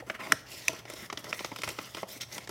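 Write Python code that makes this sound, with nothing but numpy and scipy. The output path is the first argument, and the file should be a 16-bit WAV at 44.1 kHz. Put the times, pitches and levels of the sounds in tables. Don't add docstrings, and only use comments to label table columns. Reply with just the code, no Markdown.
import sys
import numpy as np
from scipy import signal
from scipy.fft import rfft, irfft
from scipy.io import wavfile
from scipy.ndimage import uniform_filter1d, map_coordinates

SR = 44100
rng = np.random.default_rng(int(sys.argv[2]) if len(sys.argv) > 2 else 0)


def wav_record(signal):
    frames = np.transpose(np.atleast_2d(signal))
    bounded = np.clip(frames, -1, 1)
    quanta = np.round(bounded * 32767).astype(np.int16)
    wavfile.write(sys.argv[1], SR, quanta)


N = 110250

# (low edge [Hz], high edge [Hz])
BANDS = [(150, 700), (700, 2600), (2600, 6500), (6500, 16000)]
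REFERENCE_S = .01


def undb(db):
    return 10 ** (np.asarray(db) / 20)


def unit(x):
    return x / np.sqrt(np.mean(x ** 2) + 1e-20)


def blow(x, db):
    return x * undb(db) * np.sqrt(REFERENCE_S * SR / (np.sum(x ** 2) + 1e-20))


def add(out, s, x):
    i = min(max(int(s * SR), 0), N)
    out[i:i + len(x)] += x[:N - i]


def band(x, edges, order=3):
    return signal.sosfilt(signal.butter(order, edges, "band", fs=SR, output="sos"), x)


def walk(rate):
    k = max(int(SR / rate), 1)
    steps = np.repeat(rng.standard_normal(N)[:N // k + 1], k)
    smooth = uniform_filter1d(uniform_filter1d(steps, k), k)
    return 1.11 * smooth[:N]


def ring(hz, decay, size=4096):
    t = np.arange(size) / SR
    return np.sin(2 * np.pi * hz * t) * np.exp(-t / decay)


def sheet(x, direct_db=-4):
    # (frequency [Hz], bandwidth [Hz], level [dB])
    modes = [(374, 94, -12.5), (645, 51, 1), (1060, 143, 7), (1344, 82, 8.5), (2054, 460, 6),
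             (2980, 1860, 0), (5170, 560, 0), (5630, 120, -6), (7430, 210, -18), (9730, 2800, -26)]
    rings = sum(undb(db) * signal.lfilter(*signal.iirpeak(hz, hz / width, fs=SR), x)
                for hz, width, db in modes)
    return rings + undb(direct_db) * x


def dull(x, hz):
    return signal.sosfilt(signal.butter(2, hz, fs=SR, output="sos"), x)


def crack(levels, shape, dull_hz, tick=2.0, size=4096):
    t, out = np.arange(size) / SR, np.zeros(size)
    for edges, db, (decay, lag) in zip(BANDS, levels, shape):
        force = rng.standard_normal(size) * np.exp(-t / decay) * (1 - np.exp(-t / lag))
        force[0] += tick
        out += blow(band(sheet(dull(force, dull_hz)), edges), db)
    return out


def lead_in(x, yield_s=.0013, yield_db=-14, size=256):
    swell = np.exp((np.arange(size) - size) / SR / yield_s)
    tear = signal.fftconvolve(rng.standard_normal(size) * swell, x[:size])
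    out = np.concatenate([np.zeros(size), x])
    out[:len(tear)] += tear * undb(yield_db) * np.sqrt(np.sum(x ** 2) / np.sum(tear ** 2))
    return out, size / SR


def pops(lower=0.724, lower_db=-4, dull_hz=9300):
    # (time [s], panel pitch [Hz], panel ring [dB], crease ring [dB],
    # body [dB], mid [dB], crisp [dB], air [dB])
    panels = [(0.3215, 1910, -30.5, -31.5, -35, -19.5, -26.5, -26),
              (0.682, 2576, -23.5, -25.5, -41, -35.5, -30.5, -30.5),
              (1.3284, 1900, -42, -70, -42, -29, -41.5, -72)]
    # (decay [s], rise lag [s])
    shape = [(0.012, 0.0011), (0.001, 0.00032), (0.0026, 0.0012), (0.0014, 0.000047)]
    panel_decay_s, crease_hz, crease_decay_s = 0.0014, 6020, 0.0018
    out = np.zeros(N)
    for s, hz, panel_db, crease_db, *levels in panels:
        upper_mode = ring(hz, panel_decay_s)
        lower_mode = undb(lower_db) * ring(hz * lower, panel_decay_s)
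        panel = blow(upper_mode - lower_mode, panel_db)
        crease = blow(ring(crease_hz, crease_decay_s), crease_db)
        x, lead = lead_in(crack(levels, shape, dull_hz) + panel + crease)
        add(out, s - lead, x)
    return out


def snaps(facet_db=-1.5, facet_cycles=3.2, dull_hz=12600, trim_db=-1):
    # (time [s], facet pitch [Hz],
    # body [dB], mid [dB], crisp [dB], air [dB])
    creases = [(0.099, 1530, -35, -32, -43.5, -62), (0.2701, 2140, -43, -45, -52, -61),
               (0.731, 480, -43, -55, -50, -52), (0.8527, 665, -49.5, -49.5, -53, -66),
               (0.8995, 629, -45, -44, -52, -46), (0.9361, 616, -44, -55, -48, -49),
               (1.1001, 1190, -49, -38, -42.5, -68), (1.1268, 400, -38.5, -39, -42, -48.5),
               (1.1742, 3370, -50, -40, -37.5, -55), (1.242, 598, -45.5, -47.5, -44, -51.5),
               (1.3922, 2130, -52, -40.5, -42, -61), (1.406, 610, -41, -45, -56, -51),
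               (1.4462, 1320, -34.5, -36.5, -36, -50), (1.5168, 990, -37, -44.5, -58, -62),
               (1.5615, 1360, -47, -44.5, -42.5, -49.5), (1.587, 3220, -44.5, -46, -45.5, -50.5),
               (1.6184, 2200, -62, -45, -42.5, -47), (1.635, 2210, -39, -33.5, -39, -44.5),
               (1.6437, 960, -47, -45, -40, -45.5), (1.6762, 1270, -36.5, -36, -47, -48),
               (1.6896, 2370, -44, -39, -46, -39.5), (1.7876, 1290, -35.5, -35.5, -41.5, -64),
               (1.9476, 3150, -43, -43.5, -42, -50), (1.97, 1300, -40, -43.5, -47, -60),
               (1.9822, 1095, -49, -42.5, -60, -61), (2.0304, 545, -34, -41, -50, -61),
               (2.3804, 1010, -42, -42, -40.5, -45), (2.474, 950, -52, -44.5, -48, -55),
               (2.4926, 402, -39.5, -44, -45, -46)]
    # (decay [s], rise lag [s])
    shape = [(0.0065, 0.00022), (0.0033, 0.0017), (0.0043, 0.00008), (0.0043, 0.000043)]
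    out, centres = np.zeros(N), np.log(BANDS).mean(axis=1)
    for s, hz, *levels in creases:
        level = np.interp(np.log(hz), centres, levels) + facet_db
        facet = blow(ring(hz, facet_cycles / hz), level)
        x, lead = lead_in(crack(levels, shape, dull_hz) + facet)
        add(out, s - lead, x)
    return out * undb(trim_db)


def catches(rate, spread_db):
    hits = rng.random(N) < rate / SR
    signs = rng.choice([-1, 1], N)
    sizes = undb(spread_db * np.clip(rng.standard_normal(N), -2, 2))
    return unit(hits * signs * sizes)


def flex(x, shift=.04, rate=14):
    bend = walk(rate)
    position = np.cumsum(1 + shift * (bend - bend.mean()))
    return map_coordinates(x, [position], order=5, mode="mirror")


def bounce(x, delay_s=.0006, swing=.3, share=.35, rate=9):
    late = np.arange(N) - SR * delay_s * np.exp(swing * walk(rate))
    return (x + share * map_coordinates(x, [late], order=3)) / np.hypot(1, share)


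def rustle(grip_db=1.1, grip_rate=130, flicker_db=2.46, trim_db=-1.5, size=600):
    # (start [s], end [s], swell [s],
    # body [dB], mid [dB], crisp [dB], air [dB])
    rubs = [(0, .003, .001, -41.5, -42, -52.5, -63), (0.063,0.129,0.0022,-55,-57,-61,-60.5),
            (0.138,0.152,0.017,-44,-35.5,-47,-51.5), (.188,0.267,0.011,-41.5,-39.5,-51,-54.5),
            (0.267,0.332,.008,-43.5,-49.5,-50,-56), (0.32,0.41,0.0065,-68,-63,-55,-62.5),
            (.45,.55,.08,-53,-51.5,-44.5,-53), (0.54,0.708,.015,-56,-54,-48,-54),
            (0.685,0.798,0.0077,-52.5,-50,-51,-57), (0.85,0.944,0.047,-53.5,-49,-50.5,-57.5),
            (0.949,1.062,0.013,-54.5,-48.5,-49.5,-52.5), (1.174,1.205,0.0056,-53,-50.5,-51.5,-57),
            (1.222,1.313,0.025,-46.5,-48,-53,-55), (1.318,1.463,0.014,-56.5,-48,-48,-52.5),
            (1.436,1.62,0.02,-63,-58.5,-54.5,-60.5), (1.627,1.728,0.0092,-49,-52.5,-47,-53),
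            (1.707,1.819,0.0067,-64,-53.5,-55,-55), (1.775,1.877,0.0097,-54.5,-50.5,-49,-52.5),
            (1.864,1.963,0.0091,-72,-58,-55,-60), (1.959,2.025,.006,-55.5,-51.5,-50,-54.5),
            (2.067,2.178,0.027,-57.5,-53.5,-49.5,-53), (2.2,2.234,0.01,-47,-46.5,-41.5,-51.5),
            (2.28,2.372,0.066,-48,-47.5,-47.5,-49), (2.4,2.448,.01,-54,-55,-51.5,-59)]
    fibres_per_s, crackles_per_s, crackle_db = 9000, 110, -7.5
    crinkles_per_s, crinkle_db, crinkle_s, release_s = 150, -6, .0014, 0.0071
    t, out = np.arange(N) / SR, np.zeros(N)
    crackles = undb(crackle_db) * catches(crackles_per_s, spread_db=1)
    fibres = catches(fibres_per_s, spread_db=1.5) + crackles
    grip = undb(grip_db * walk(grip_rate))
    strokes = [np.clip((t - start) / swell, 0, 1) * np.exp(-np.maximum(t - end, 0) / release_s)
               for start, end, swell, *_ in rubs]
    for k, edges in enumerate(BANDS):
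        scatter = rng.standard_normal(size) * np.exp(-np.arange(size) / SR / crinkle_s)
        crinkles = unit(signal.fftconvolve(catches(crinkles_per_s, spread_db=1.5), scatter)[:N])
        friction = flex(sheet(fibres + undb(crinkle_db) * crinkles)) * grip
        pressure = np.max([stroke * undb(row[3 + k]) for stroke, row in zip(strokes, rubs)], axis=0)
        out += unit(band(friction, edges)) * pressure * undb(flicker_db * walk(60))
    return bounce(out) * undb(trim_db)


def scrapes(slips_per_s=2200, edge_q=7, grit_share=.16):
    # (start [s], length [s], pitch [Hz], level [dB])
    edges = [(1.28, 0.04, 5250, -46.5), (1.33, .022, 5300, -54), (1.682, 0.021, 2540, -42.5),
             (2.108, 0.04, 12900, -49), (2.206, 0.018, 3360, -38), (2.206, .02, 5600, -38.5),
             (2.323, 0.01, 5560, -41.5), (2.345, 0.01, 5940, -39)]
    out, t = np.zeros(N), np.arange(N) / SR
    slips = catches(slips_per_s, spread_db=1.0)
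    grit = unit(band(slips, (BANDS[2][0], BANDS[3][1])))
    for s, length, hz, db in edges:
        edge = unit(signal.lfilter(*signal.iirpeak(hz, edge_q, fs=SR), slips))
        stroke = np.sin(np.pi * np.clip((t - s) / length, 0, 1))
        out += (edge + grit_share * grit) * stroke * undb(db)
    return out


def flaps(upper=1.5, upper_db=-6, attack_s=0.0016, flutter=.1, size=4096):
    # (time [s], mean pitch [Hz], level [dB], decay [s])
    knocks = [(.023, 601, -43, 0.009), (0.324, 312, -36.5, .009), (.692, 572, -38, 0.013),
              (0.695, 310, -43, .011), (1.172, 287, -46, 0.008), (1.024, 233, -46, 0.0119),
              (1.597, 310, -50, 0.0071), (2.161, 255, -48, 0.0057)]
    out, t = np.zeros(N), np.arange(size) / SR
    for s, hz, db, decay in knocks:
        swing = flutter * walk(1 / decay)[size:2 * size]
        phase = 2 * np.pi * np.cumsum(hz * (1 + swing)) / SR
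        modes = np.sin(phase) + undb(upper_db) * np.sin(upper * phase)
        envelope = np.exp(-t / decay) * (1 - np.exp(-t / attack_s))
        add(out, s, blow(modes * envelope, db))
    return out


def thuds(edges_hz=(58, 163), decay_s=0.02, size=8192):
    # (time [s], level [dB])
    presses = [(0.324, -44), (0.716, -55), (1.137, -50), (1.629, -49), (1.667, -44.5)]
    out, t = np.zeros(N), np.arange(size) / SR
    for s, db in presses:
        force = rng.standard_normal(size) * np.exp(-t / decay_s)
        add(out, s, blow(band(force, edges_hz, order=2), db))
    return out


def room(x, onset_s=0.00077, size=22050):
    # (time to decay by 60 dB [s], level [dB])
    decays = [(0.9, -28), (0.59, -24), (0.56, -18.5), (0.26, -12.5)]
    t = np.arange(size) / SR
    tail = 0
    for edges, (t60, db) in zip(BANDS, decays):
        envelope = np.exp(-np.log(1000) * t / t60) * (1 - np.exp(-(t / onset_s) ** 2))
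        h = band(rng.standard_normal(size), edges) * envelope
        tail = tail + undb(db) * h / np.sqrt(np.sum(h ** 2))
    return signal.fftconvolve(x, tail)[:N]


def room_tone(air_db=-57.5, hum_db=-60.5, hum_hz=117.7, drift=.035, waver_db=2.0):
    # (frequency [Hz], relative density [dB per Hz])
    spectrum = [(25, -12), (42, -21), (58, -2), (100, -1.5), (170, -2.5), (300, -14.5), (700, -8.5),
                (2000, -21), (6000, -29), (16000, -31)]
    hz, db = np.array(spectrum).T
    f = np.maximum(np.arange(N // 2 + 1) * SR / N, 1)
    gain = undb(np.interp(np.log(f), np.log(hz), db))
    air = irfft(rfft(rng.standard_normal(N)) * gain, N)
    phase = 2 * np.pi * np.cumsum(hum_hz * (1 + drift * walk(13.0))) / SR
    hum = np.sin(phase) * undb(waver_db * walk(9.6))
    return undb(air_db) * unit(air) + undb(hum_db) * unit(hum)


def scene(pop_room_db=-8):
    folding = rustle() + scrapes() + flaps() + snaps() + thuds()
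    popping = pops()
    echoes = room(folding + undb(pop_room_db) * popping)
    return (folding + popping + echoes + room_tone())[None]


def record(dry, low_cut_hz=53, top_hz=15900):
    thin = signal.sosfilt(signal.butter(4, low_cut_hz, "high", fs=SR, output="sos"), dry)
    return signal.sosfilt(signal.ellip(10, .2, 70, top_hz, fs=SR, output="sos"), thin)


dry = scene()
out = record(dry)
wav_record(out)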